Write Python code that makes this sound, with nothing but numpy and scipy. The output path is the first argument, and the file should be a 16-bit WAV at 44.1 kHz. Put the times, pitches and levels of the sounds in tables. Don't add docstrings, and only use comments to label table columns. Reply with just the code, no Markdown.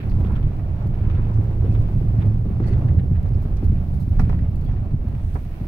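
import sys
import numpy as np
from scipy import signal
from scipy.fft import rfft, irfft
from scipy.io import wavfile

SR = 44100
rng = np.random.default_rng(int(sys.argv[2]) if len(sys.argv) > 2 else 0)


def dump_mix(stems):
    frames = np.atleast_2d(stems).T
    limited = np.clip(frames, -1, 1)
    pcm = np.round(limited * 32767).astype(np.int16)
    wavfile.write(sys.argv[1], SR, pcm)


N = 250047
TIME = np.arange(N) / SR
FREQS = np.maximum(np.fft.rfftfreq(2 * N, 1 / SR), 1)
TOP_HZ = 15750

# time in seconds, drive in dB.
ROAD_DRIVE = [(0, -28.5), (0.221, -20), (0.701, -26), (0.949, -25), (1.219, -23.5), (1.551, -25),
              (1.751, -22), (2.3, -19), (2.501, -22.5), (2.9, -20), (3.299, -24.5), (3.55, -27.5),
              (3.72, -19.5), (3.951, -24.5), (4.32, -20.5), (4.6, -25.5), (5.001, -26.5), (5.449, -32.5)]
# time of the peak in seconds, relative level in dB, half length in seconds.
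ROAD_DIPS = [(0.189, -20, 0.038), (0.309, -18, 0.0071), (0.466, -18.5, 0.027), (1.023, -19.5, 0.015),
             (1.074, -16, 0.0076), (1.382, -14, 0.024), (1.492, -10.5, 0.008), (1.631, -14.5, 0.009),
             (1.705, -14.0, 0.0095), (1.803, -12.5, 0.0067), (1.97, -13, 0.006), (2.092, -25, 0.0071),
             (2.18, -16, 0.011), (2.29, -11, 0.0044), (2.581, -16.5, 0.0079), (2.654, -12.5, 0.0087),
             (2.74, -13, 0.01), (2.791, -16, 0.0063), (2.914, -9, 0.0052), (2.98, -10.5, 0.0074),
             (3.13, -16, 0.0082), (3.263, -20.5, 0.026), (3.374, -17.5, 0.037), (3.68, -13, 0.024),
             (3.958, -13, 0.0064), (4.12, -15, 0.014), (4.239, -17, 0.0025), (4.365, -33, 0.0064),
             (4.42, -16.5, 0.012), (4.493, -14.5, 0.0058), (4.689, -11.5, 0.0079), (4.945, -20.5, 0.013),
             (5.081, -19.5, 0.0086), (5.359, -21, 0.022)]
# time in seconds, relative levels of roar and of grit in dB.
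TYRE_LEVELS = [(0, -52.5, -49), (.13, -50.5, -67.5), (.3, -49.5, -58.5), (0.741, -51, -64),
               (1.17, -49.5, -57), (1.37, -49.5, -63.5), (1.75, -48.5, -60.5), (2.45, -50.5, -63.5),
               (2.78, -47.5, -65), (3.199, -52, -65), (3.5, -50.5, -62), (3.75, -51.5, -61.5),
               (4.0, -53.5, -66), (4.28, -51, -58.5), (4.55, -52.5, -64), (4.72, -51.5, -61),
               (4.95, -53, -66), (5.249, -53, -61.5), (5.67, -54.5, -61)]
# frequency in Hz, left minus right in dB.
BALANCE = [(120, -2.5), (250, -1.6), (500, -2), (1000, -2.5), (2000, -4), (4500, -5.5), (8000, -1.5),
           (12000, 1.5)]


def cabin_boom():
    # time in seconds, pitch in Hz, share of the boom's power.
    drone_curve = [(0, 110, .3), (.9, 107, .15), (1.35, 108.5, .65), (1.65, 110, .55), (2.0, 107.5, .55),
                   (2.35, 107.5, .65), (2.7, 107, .3), (3.2, 106, .06), (5.67, 106, .04)]
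    # frequency in Hz, width in Hz, gain in dB.
    air_modes = [(83.34, 23.04, 3.5), (99.4, 23.8, 0.5), (109.2, 12.5, -1), (131.1, 17.6, -10.5)]
    times, hz, shares = np.transpose(drone_curve)
    waver_hz, throb_db = 3.2, 2
    pitch = np.interp(TIME, times, hz) + waver_hz * walk(rate=16)
    drone = np.sin(2 * np.pi * np.cumsum(pitch) / SR)
    pan = by_freq(BALANCE)[0] ** np.array([[0.5], [-0.5]])
    air = steady(cabin(grains(rate=340, spread_db=1.5), resonances(air_modes)), span_s=0.94)
    share = np.interp(TIME, times, shares)
    ringing = steady(np.sqrt(1 - share) * air + np.sqrt(share) * unit(drone * pan), span_s=0.078)
    rolling = shaken(ROAD_DRIVE, level_db=-23, slope=0.91) * undb(throb_db * walk(rate=22))
    return ringing * np.hypot(rolling, swells(ROAD_DIPS))


def body_shudder():
    # frequency in Hz, width in Hz, gain in dB.
    modes = [(18.6, 26.7, -8.5), (28, 9.4, 2.5), (34, 8, -5), (49.8, 7, -1.5)]
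    # time in seconds, relative level in dB.
    levels = [(0, -28), (.3, -18), (.8, -28), (1.15, -19.5), (1.45, -25), (1.75, -19.5), (2.35, -24.5),
              (2.62, -22.5), (3.0, -27), (3.7, -20), (4.02, -26), (4.18, -17), (4.45, -22.5), (5.3, -26),
              (5.67, -31.5)]
    return undb(-0.7) * steady(cabin(noise(), resonances(modes)), span_s=0.88) * gains(levels)[0]


def floor_drumming():
    # frequency in Hz, gain in dB.
    spectrum = [(100, -27.5), (135, 2.5), (150, 1), (162, -2), (180, 2), (225, -7), (270, -11), (400, -38)]
    drumming = steady(cabin(grains(rate=750, spread_db=2.5), colour(spectrum)), span_s=0.93)
    rolling = shaken(ROAD_DRIVE, level_db=-31.5, slope=0.99)
    return drumming * np.hypot(rolling, undb(-23) * swells(ROAD_DIPS))


def arch_thrum():
    # frequency in Hz, gain in dB.
    spectrum = [(200, -33), (280, -0.5), (320, 1.5), (375, -1.5), (450, -6), (560, -12), (800, -27)]
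    thrum = steady(cabin(grains(rate=1200, spread_db=2.5), colour(spectrum)), span_s=0.96)
    return thrum * shaken(TYRE_LEVELS, level_db=-43, slope=2)


def tyres():
    # frequency in Hz, gain in dB.
    roar_spectrum = [(380, -18.5), (560, 2), (720, 0.5), (900, -6), (1200, -9.5), (1600, -18.5),
                     (3000, -26.5)]
    grit_spectrum = [(800, -16.5), (1400, 6.5), (1900, 4.5), (2500, 3.5), (3100, -4.5), (4300, -12),
                     (5600, -29), (7200, -37.5), (14000, -42)]
    roar_gain, grit_gain = gains(TYRE_LEVELS)
    flutter_db = walk(rate=46) + walk(rate=11)
    roar = unit(cabin(grains(rate=4000, spread_db=0), colour(roar_spectrum))) * undb(flutter_db)
    grit = unit(cabin(grains(rate=3500, spread_db=1.8), colour(grit_spectrum))) * undb(flutter_db / 2)
    return undb(2.5) * (roar * roar_gain + grit * grit_gain)


def rut_thuds():
    # start in seconds, impulse in dB, contact time in seconds.
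    bumps = [(.2, 2, 0.00093), (1.186, 6.5, 0.0013), (1.385, 5, 0.0007), (1.675, 2, .00083),
             (2.453, 7, 0.0013), (2.598, 7.5, 0.00067), (2.782, -3, 0.0022), (2.85, 5.5, 0.00061),
             (3.11, 12, 0.0022), (3.45, 9, 0.0021), (3.625, 4.5, 0.00055), (3.72, 10, 0.0035),
             (3.774, 9.5, 0.0057), (4.07, 10.5, 0.004), (4.193, 6.5, 0.0018), (4.226, 8.5, 0.0019),
             (4.27, 7, 0.002), (4.335, 0.5, 0.0025), (4.652, 4.5, .0022), (4.935, 5.5, 0.0014),
             (5.042, 5.5, 0.0018), (5.131, -0.5, .0012), (5.352, -0.5, 0.0013), (5.611, 10, 0.0029)]
    # frequency in Hz, width in Hz, gain in dB.
    modes = [(107, 52, 8), (170, 31, -0.5), (218, 13, 7), (258, 120, -2), (313, 42, 3), (390, 100, -11.5),
             (475, 300, -13.5), (700, 110, -19)]
    return strikes(bumps, resonances(modes), push)


def suspension():
    # start in seconds, level in dB, 60 dB decay time in seconds.
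    clunks = [(1.637, -25.5, 0.1), (1.725, -27.5, 0.039), (2.135, -31, 0.082), (2.453, -34.5, 0.074),
              (2.605, -34, .09), (2.703, -29, 0.062), (2.895, -29.5, 0.056), (3.628, -35, 0.16),
              (5.362, -31, 0.074)]
    jolts = [(.205, -41, 0.13), (1.372, -42, 0.064), (1.642, -37, .1), (2.138, -42, 0.083),
             (2.599, -37, .08), (2.842, -48.5, 0.046), (3.452, -37.5, .07), (4.1935, -24, 0.048),
             (4.216, -36.5, 0.044), (4.2935, -28, 0.034), (4.457, -43, 0.07), (4.634, -44, .06),
             (4.943, -47, 0.074), (5.352, -37.5, 0.061), (5.362, -37, 0.079)]
    # frequency in Hz, width in Hz, gain in dB.
    clunk_modes = [(288, 84, 0), (387, 26, 4), (434, 67, -9)]
    body_modes = [(415, 57, 6.5), (550, 110, -2.5), (652, 90, -2.5), (740, 130, -0.5), (890, 130, -4),
                  (1120, 320, -6)]
    return strikes(clunks, resonances(clunk_modes), slap) + strikes(jolts, resonances(body_modes), slap)


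def gravel_spray():
    # start in seconds, level in dB, length in seconds.
    sprays = [(.17, -53.5, 0.15), (.27, -48.5, 0.13), (.64, -57, 0.021), (1.02, -50.5, 0.092),
              (1.14, -49.5, 0.1), (1.27, -51, 0.085), (1.6, -54, 0.076), (1.745, -53, .025),
              (2.598, -53, 0.012), (4.325, -50.5, 0.008), (4.69, -57.5, 0.058), (5.352, -46, 0.015)]
    # frequency in Hz, width in Hz, gain in dB.
    modes = [(804, 300, -5), (1010, 110, 3), (1330, 160, -5.5), (1760, 210, -12)]
    return strikes(sprays, resonances(modes), clatter)


def panel_knocks():
    # start in seconds, level in dB, 60 dB decay time in seconds.
    knocks = [(.245, -45, 0.11), (.318, -40.5, 0.14), (.595, -40, 0.085), (1.098, -36.5, 0.063),
              (1.186, -44.5, 0.061), (2.225, -39.5, 0.092), (2.597, -43.5, 0.07), (4.194, -27.5, 0.018),
              (4.198, -22, 0.048), (4.2165, -38, 0.067), (4.295, -34.5, 0.025), (4.2995, -32, 0.028),
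              (4.329, -35.5, 0.03), (5.071, -43, 0.06), (5.149, -43, .04), (5.354, -38.5, 0.09)]
    # frequency in Hz, gain in dB.
    spectrum = [(90, -14.5), (190, 21), (300, -10.5), (440, -2), (600, -8), (760, 4), (900, 2),
                (1180, -1.5), (1700, -10.5), (2300, -10.5), (2900, -34.5), (5000, -29), (7500, -46),
                (15000, -37)]
    # frequency in Hz, width in Hz, gain in dB.
    modes = [(200, 60, 12.5), (454, 150, 3), (710, 99, -7.5), (910, 170, -6), (1200, 230, -0.5),
             (1340, 220, -7), (1650, 170, -8), (1980, 180, -9), (2380, 220, -7.5)]
    return strikes(knocks, colour(spectrum), slap) + undb(-1.5) * strikes(knocks, resonances(modes), slap)


def cover_rattle():
    # start in seconds, level in dB, length in seconds.
    bursts = [(1.035, -55, .02), (1.155, -58, 0.047), (2.18, -55, .055), (2.555, -65.5, .014),
              (2.625, -54.5, 0.042), (2.668, -53.5, 0.076), (2.726, -55, 0.014), (2.81, -57, 0.012),
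              (2.88, -54.5, 0.015), (2.988, -51.5, 0.013), (3.147, -56, 0.022), (4.232, -62, .02),
              (4.34, -58, 0.008), (4.387, -52, 0.0067), (4.688, -57, 0.011), (4.757, -60, .02)]
    # frequency in Hz, width in Hz, gain in dB.
    modes = [(1390, 300, -1), (1940, 380, 3.5), (2140, 160, 3), (2420, 340, -4), (3240, 320, -14.5),
             (3620, 370, -10)]
    return strikes(bursts, resonances(modes), buzz)


def trim_chatter():
    # start in seconds, relative level in dB, length in seconds.
    bursts = [(.11, -58, 0.012), (.236, -56, 0.038), (.353, -54.5, 0.022), (.425, -62, 0.013),
              (1.093, -56, 0.024), (1.14, -57, 0.03), (1.24, -59, .02), (1.652, -53.5, 0.014),
              (1.739, -54, 0.019), (1.862, -64.5, 0.015), (2.207, -58.5, 0.024), (2.726, -58.5, 0.022),
              (3.567, -59, 0.0063), (3.718, -62, 0.012), (5.148, -57.5, 0.0058)]
    # frequency in Hz, gain in dB.
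    spectrum = [(300, -29), (700, 0.5), (1300, 6), (1600, -1), (1950, -1.5), (2250, -3), (2600, -3.5),
                (3050, -4), (3600, -6), (4100, -15.5), (5500, -20.5), (7500, -30), (15000, -24.5)]
    return undb(5) * strikes(bursts, colour(spectrum), clatter)


def small_ticks():
    # start in seconds, level in dB, length in seconds, ring frequency in Hz.
    ticks = [(.096, -67, .003, 4680), (.1116, -74, 0.0029, 4370), (.195, -74.5, 0.014, 13700),
             (.238, -73, 0.0088, 13000), (.318, -72, 0.0034, 10000), (.566, -76, .002, 13500),
             (.868, -73, 0.0084, 12500), (1.335, -75, .012, 5900), (1.444, -76, .0015, 12500),
             (1.722, -72, 0.0042, 5870), (1.736, -72, .008, 15000), (1.789, -72.5, 0.011, 13000),
             (1.82, -73.5, 0.006, 9950), (2.251, -74, .016, 11400), (2.66, -71, 0.046, 9640),
             (2.783, -73, .004, 12900), (3.338, -77, 0.013, 5100), (3.415, -74, 0.034, 12600),
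             (3.567, -69, 0.0051, 6000), (3.638, -70, 0.014, 12200), (3.93, -74, 0.039, 11300),
             (3.995, -70, .038, 12800), (4.194, -61.5, 0.0053, 5500), (4.204, -66, 0.0085, 14300),
             (4.217, -75, 0.0032, 9500), (4.294, -68, 0.0051, 5470), (4.555, -74, 0.0088, 12200),
             (4.609, -71.5, 0.0056, 14000), (4.64, -73.5, 0.016, 12930), (5.082, -74, .005, 11900),
             (5.338, -70.5, .016, 13000)]
    # frequency in Hz, gain in dB.
    spectrum = [(1500, -20.5), (4300, 4), (6000, -4), (7500, -4), (10000, -4.5), (15500, -3)]
    return strikes(ticks, colour(spectrum), tick)


def metal_clinks():
    # start in seconds, level in dB, ring frequency in Hz, 60 dB decay time in seconds.
    clinks = [(1.708, -54, 2520, 0.093), (4.56, -71.5, 4750, .2), (4.614, -71, 4200, 0.14),
              (4.645, -65, 4480, .3), (4.662, -61, 3330, 0.29), (4.71, -68, 5582, .22),
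              (4.74, -69, 4600, .2)]
    return strikes(clinks, np.ones_like(FREQS), ping)


def fitting_squeaks():
    # start in seconds, level in dB, length in seconds.
    rubs = [(2.622, -68, 0.042), (2.657, -60.5, 0.04), (2.712, -66, 0.032)]
    # frequency in Hz, width in Hz, gain in dB.
    modes = [(4460, 150, 7), (4600, 130, -4.5), (5120, 220, -3), (6100, 500, -8.5)]
    return strikes(rubs, resonances(modes), buzz)


def hiss():
    # time in seconds, level in dB.
    hiss_levels = [(0, -63.5), (.75, -68), (1.25, -66.5), (1.97, -63), (2.45, -66), (3.2, -66.5),
                   (4.1, -63), (4.95, -69), (5.4, -61.5)]
    # frequency in Hz, gain in dB.
    spectrum = [(2000, 0), (5000, -2), (7400, -11), (8600, -6), (10000, -4.5), (13000, -1), (16000, -0.5)]
    # time of the peak in seconds, level in dB, half length in seconds.
    swish_swell = [(5.31, -67.5, 0.11)]
    # frequency in Hz, width in Hz, gain in dB.
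    swish_modes = [(3540, 170, 0), (6300, 900, -6.5), (8600, 380, -2), (10600, 1100, -14.5)]
    air = unit(cabin(noise() + undb(-15.5) * grains(rate=10, spread_db=-2.5), colour(spectrum)))
    swish = unit(cabin(noise(), resonances(swish_modes)))
    return air * gains(hiss_levels)[0] + swish * swells(swish_swell)


def strikes(rows, response, contact):
    force = np.zeros((2, N))
    for start_s, db, *shape in rows:
        start = int(start_s * SR)
        t = TIME[:min(SR // 4, N - start)]
        force[:, start:start + len(t)] += undb(db) * contact(t, *shape)
    return cabin(force, response / np.sqrt(np.mean(np.abs(response) ** 2)))


def push(t, duration):
    shove = t * np.exp(-4 * t / duration)
    return shove / shove.sum()


def slap(t, t60):
    direct = signal.unit_impulse(len(t)) * np.eye(2, 1)
    scatter = rng.standard_normal((2, len(t))) * np.exp(-np.log(1000) * t / t60)
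    return 7 * direct + 0.97 * scatter * (1 - np.exp(-t / 0.00023))


def buzz(t, length):
    contacts = rng.standard_normal((2, len(t))) * (1.1 + 3.9 * (rng.random(len(t)) < 2500 / SR))
    swell = 1 - np.exp(-t / (0.23 * length))
    return contacts * swell * (np.exp(-(t / length) ** 2) + 0.5 * np.exp(-t / 0.02))


def clatter(t, length, rate=600, ring_s=0.0011):
    chance, size = rng.random((2, len(t)))
    contacts = (chance < rate / SR) * (0.26 + size) ** 2
    pulses = signal.lfilter([1], [1, -np.exp(-1 / (ring_s * SR))], contacts)
    return buzz(t, length) * unit(pulses + 0.25 * pulses.mean())


def tick(t, length, hz):
    contacts = buzz(t, length)
    ring = signal.lfilter(*signal.iirpeak(min(hz, TOP_HZ), Q=7, fs=SR), contacts)
    return 2 * contacts + 4.6 * ring


def ping(t, hz, t60, split_hz=28):
    pitch = hz * (1 + 0.0025 * rng.standard_normal((2, 1)))
    main, twin = (np.sin(2 * np.pi * (f * t + rng.random((2, 1)))) for f in (pitch, pitch + split_hz))
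    scrape = signal.lfilter(*signal.iirpeak(hz, Q=7, fs=SR), buzz(t, 0.012))
    envelope = np.exp(-np.log(1000) * t / t60) * (1 - np.exp(-t / 0.0005))
    return (main + 0.4 * twin) * envelope + 1.2 * scrape


def cabin(force, response):
    # frequency in Hz, side minus mid in dB.
    stereo_width = [(30, -29), (120, -17.5), (250, -11.5), (500, -7), (1000, 0), (2000, 0.5), (10000, 0)]
    mid, side = rfft(force, 2 * N) * response
    width, lean = by_freq(stereo_width), np.sqrt(by_freq(BALANCE))
    left, right = (mid + width * side) * lean, (mid - width * side) / lean
    return irfft(np.array([left, right]) / np.sqrt(1 + width ** 2))[:, :N]


def resonances(modes):
    return sum((-1) ** k * undb(db) / (1 + 1j * (FREQS ** 2 - hz ** 2) / (FREQS * 2 * width)) ** 2
               for k, (hz, width, db) in enumerate(modes))


def colour(points):
    skirts = (1 + (points[0][0] / FREQS) ** 2) * (1 + (FREQS / points[-1][0]) ** 2)
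    cepstrum = irfft(np.log(by_freq(points) / skirts))
    return np.exp(rfft(2 * cepstrum[:N], 2 * N) - cepstrum[0])


def by_freq(points):
    hz, db = np.transpose(points)
    return undb(np.interp(np.log(FREQS), np.log(hz), db))


def gains(table):
    times, *columns = np.transpose(table)
    return [undb(np.interp(TIME, times, db)) for db in columns]


def shaken(curve, level_db, slope):
    drive = np.interp(TIME, *np.transpose(curve)[:2])
    return undb(level_db + slope * (drive - drive.mean()))


def swells(rows):
    return np.sqrt(sum((undb(db) * np.exp(-((TIME - peak_s) / half_s) ** 2 / 2)) ** 2
                       for peak_s, db, half_s in rows))


def steady(x, span_s):
    window = np.hanning(int(span_s * SR))
    power = signal.fftconvolve(np.mean(x, axis=0)[None] ** 2, window[None], mode="same")
    return unit(x / np.sqrt(power + 0.015 * power.mean()))


def grains(rate, spread_db):
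    impacts = noise() * (rng.random(N) < rate / SR)
    return unit(impacts * undb(spread_db * np.minimum(rng.exponential(size=N), 5)))


def walk(rate):
    knots = rng.standard_normal(4096)
    return 1.632 * np.interp(TIME * rate, np.arange(len(knots)), knots)


def noise():
    return rng.standard_normal((2, N))


def undb(db):
    return 10 ** (np.asarray(db) / 20)


def unit(x):
    return x / np.sqrt(np.mean(x ** 2))


def scene():
    rolling = cabin_boom() + body_shudder() + floor_drumming() + arch_thrum() + tyres()
    impacts = rut_thuds() + suspension() + gravel_spray()
    trim = panel_knocks() + cover_rattle() + trim_chatter()
    small_parts = small_ticks() + metal_clinks() + fitting_squeaks()
    return rolling + impacts + trim + small_parts + hiss()


def record(dry):
    rounded = np.tanh(0.77 * dry) / 0.77
    return signal.sosfilt(signal.ellip(10, 0.1, 80, TOP_HZ, fs=SR, output="sos"), rounded)


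dry = scene()
out = record(dry)
dump_mix(out)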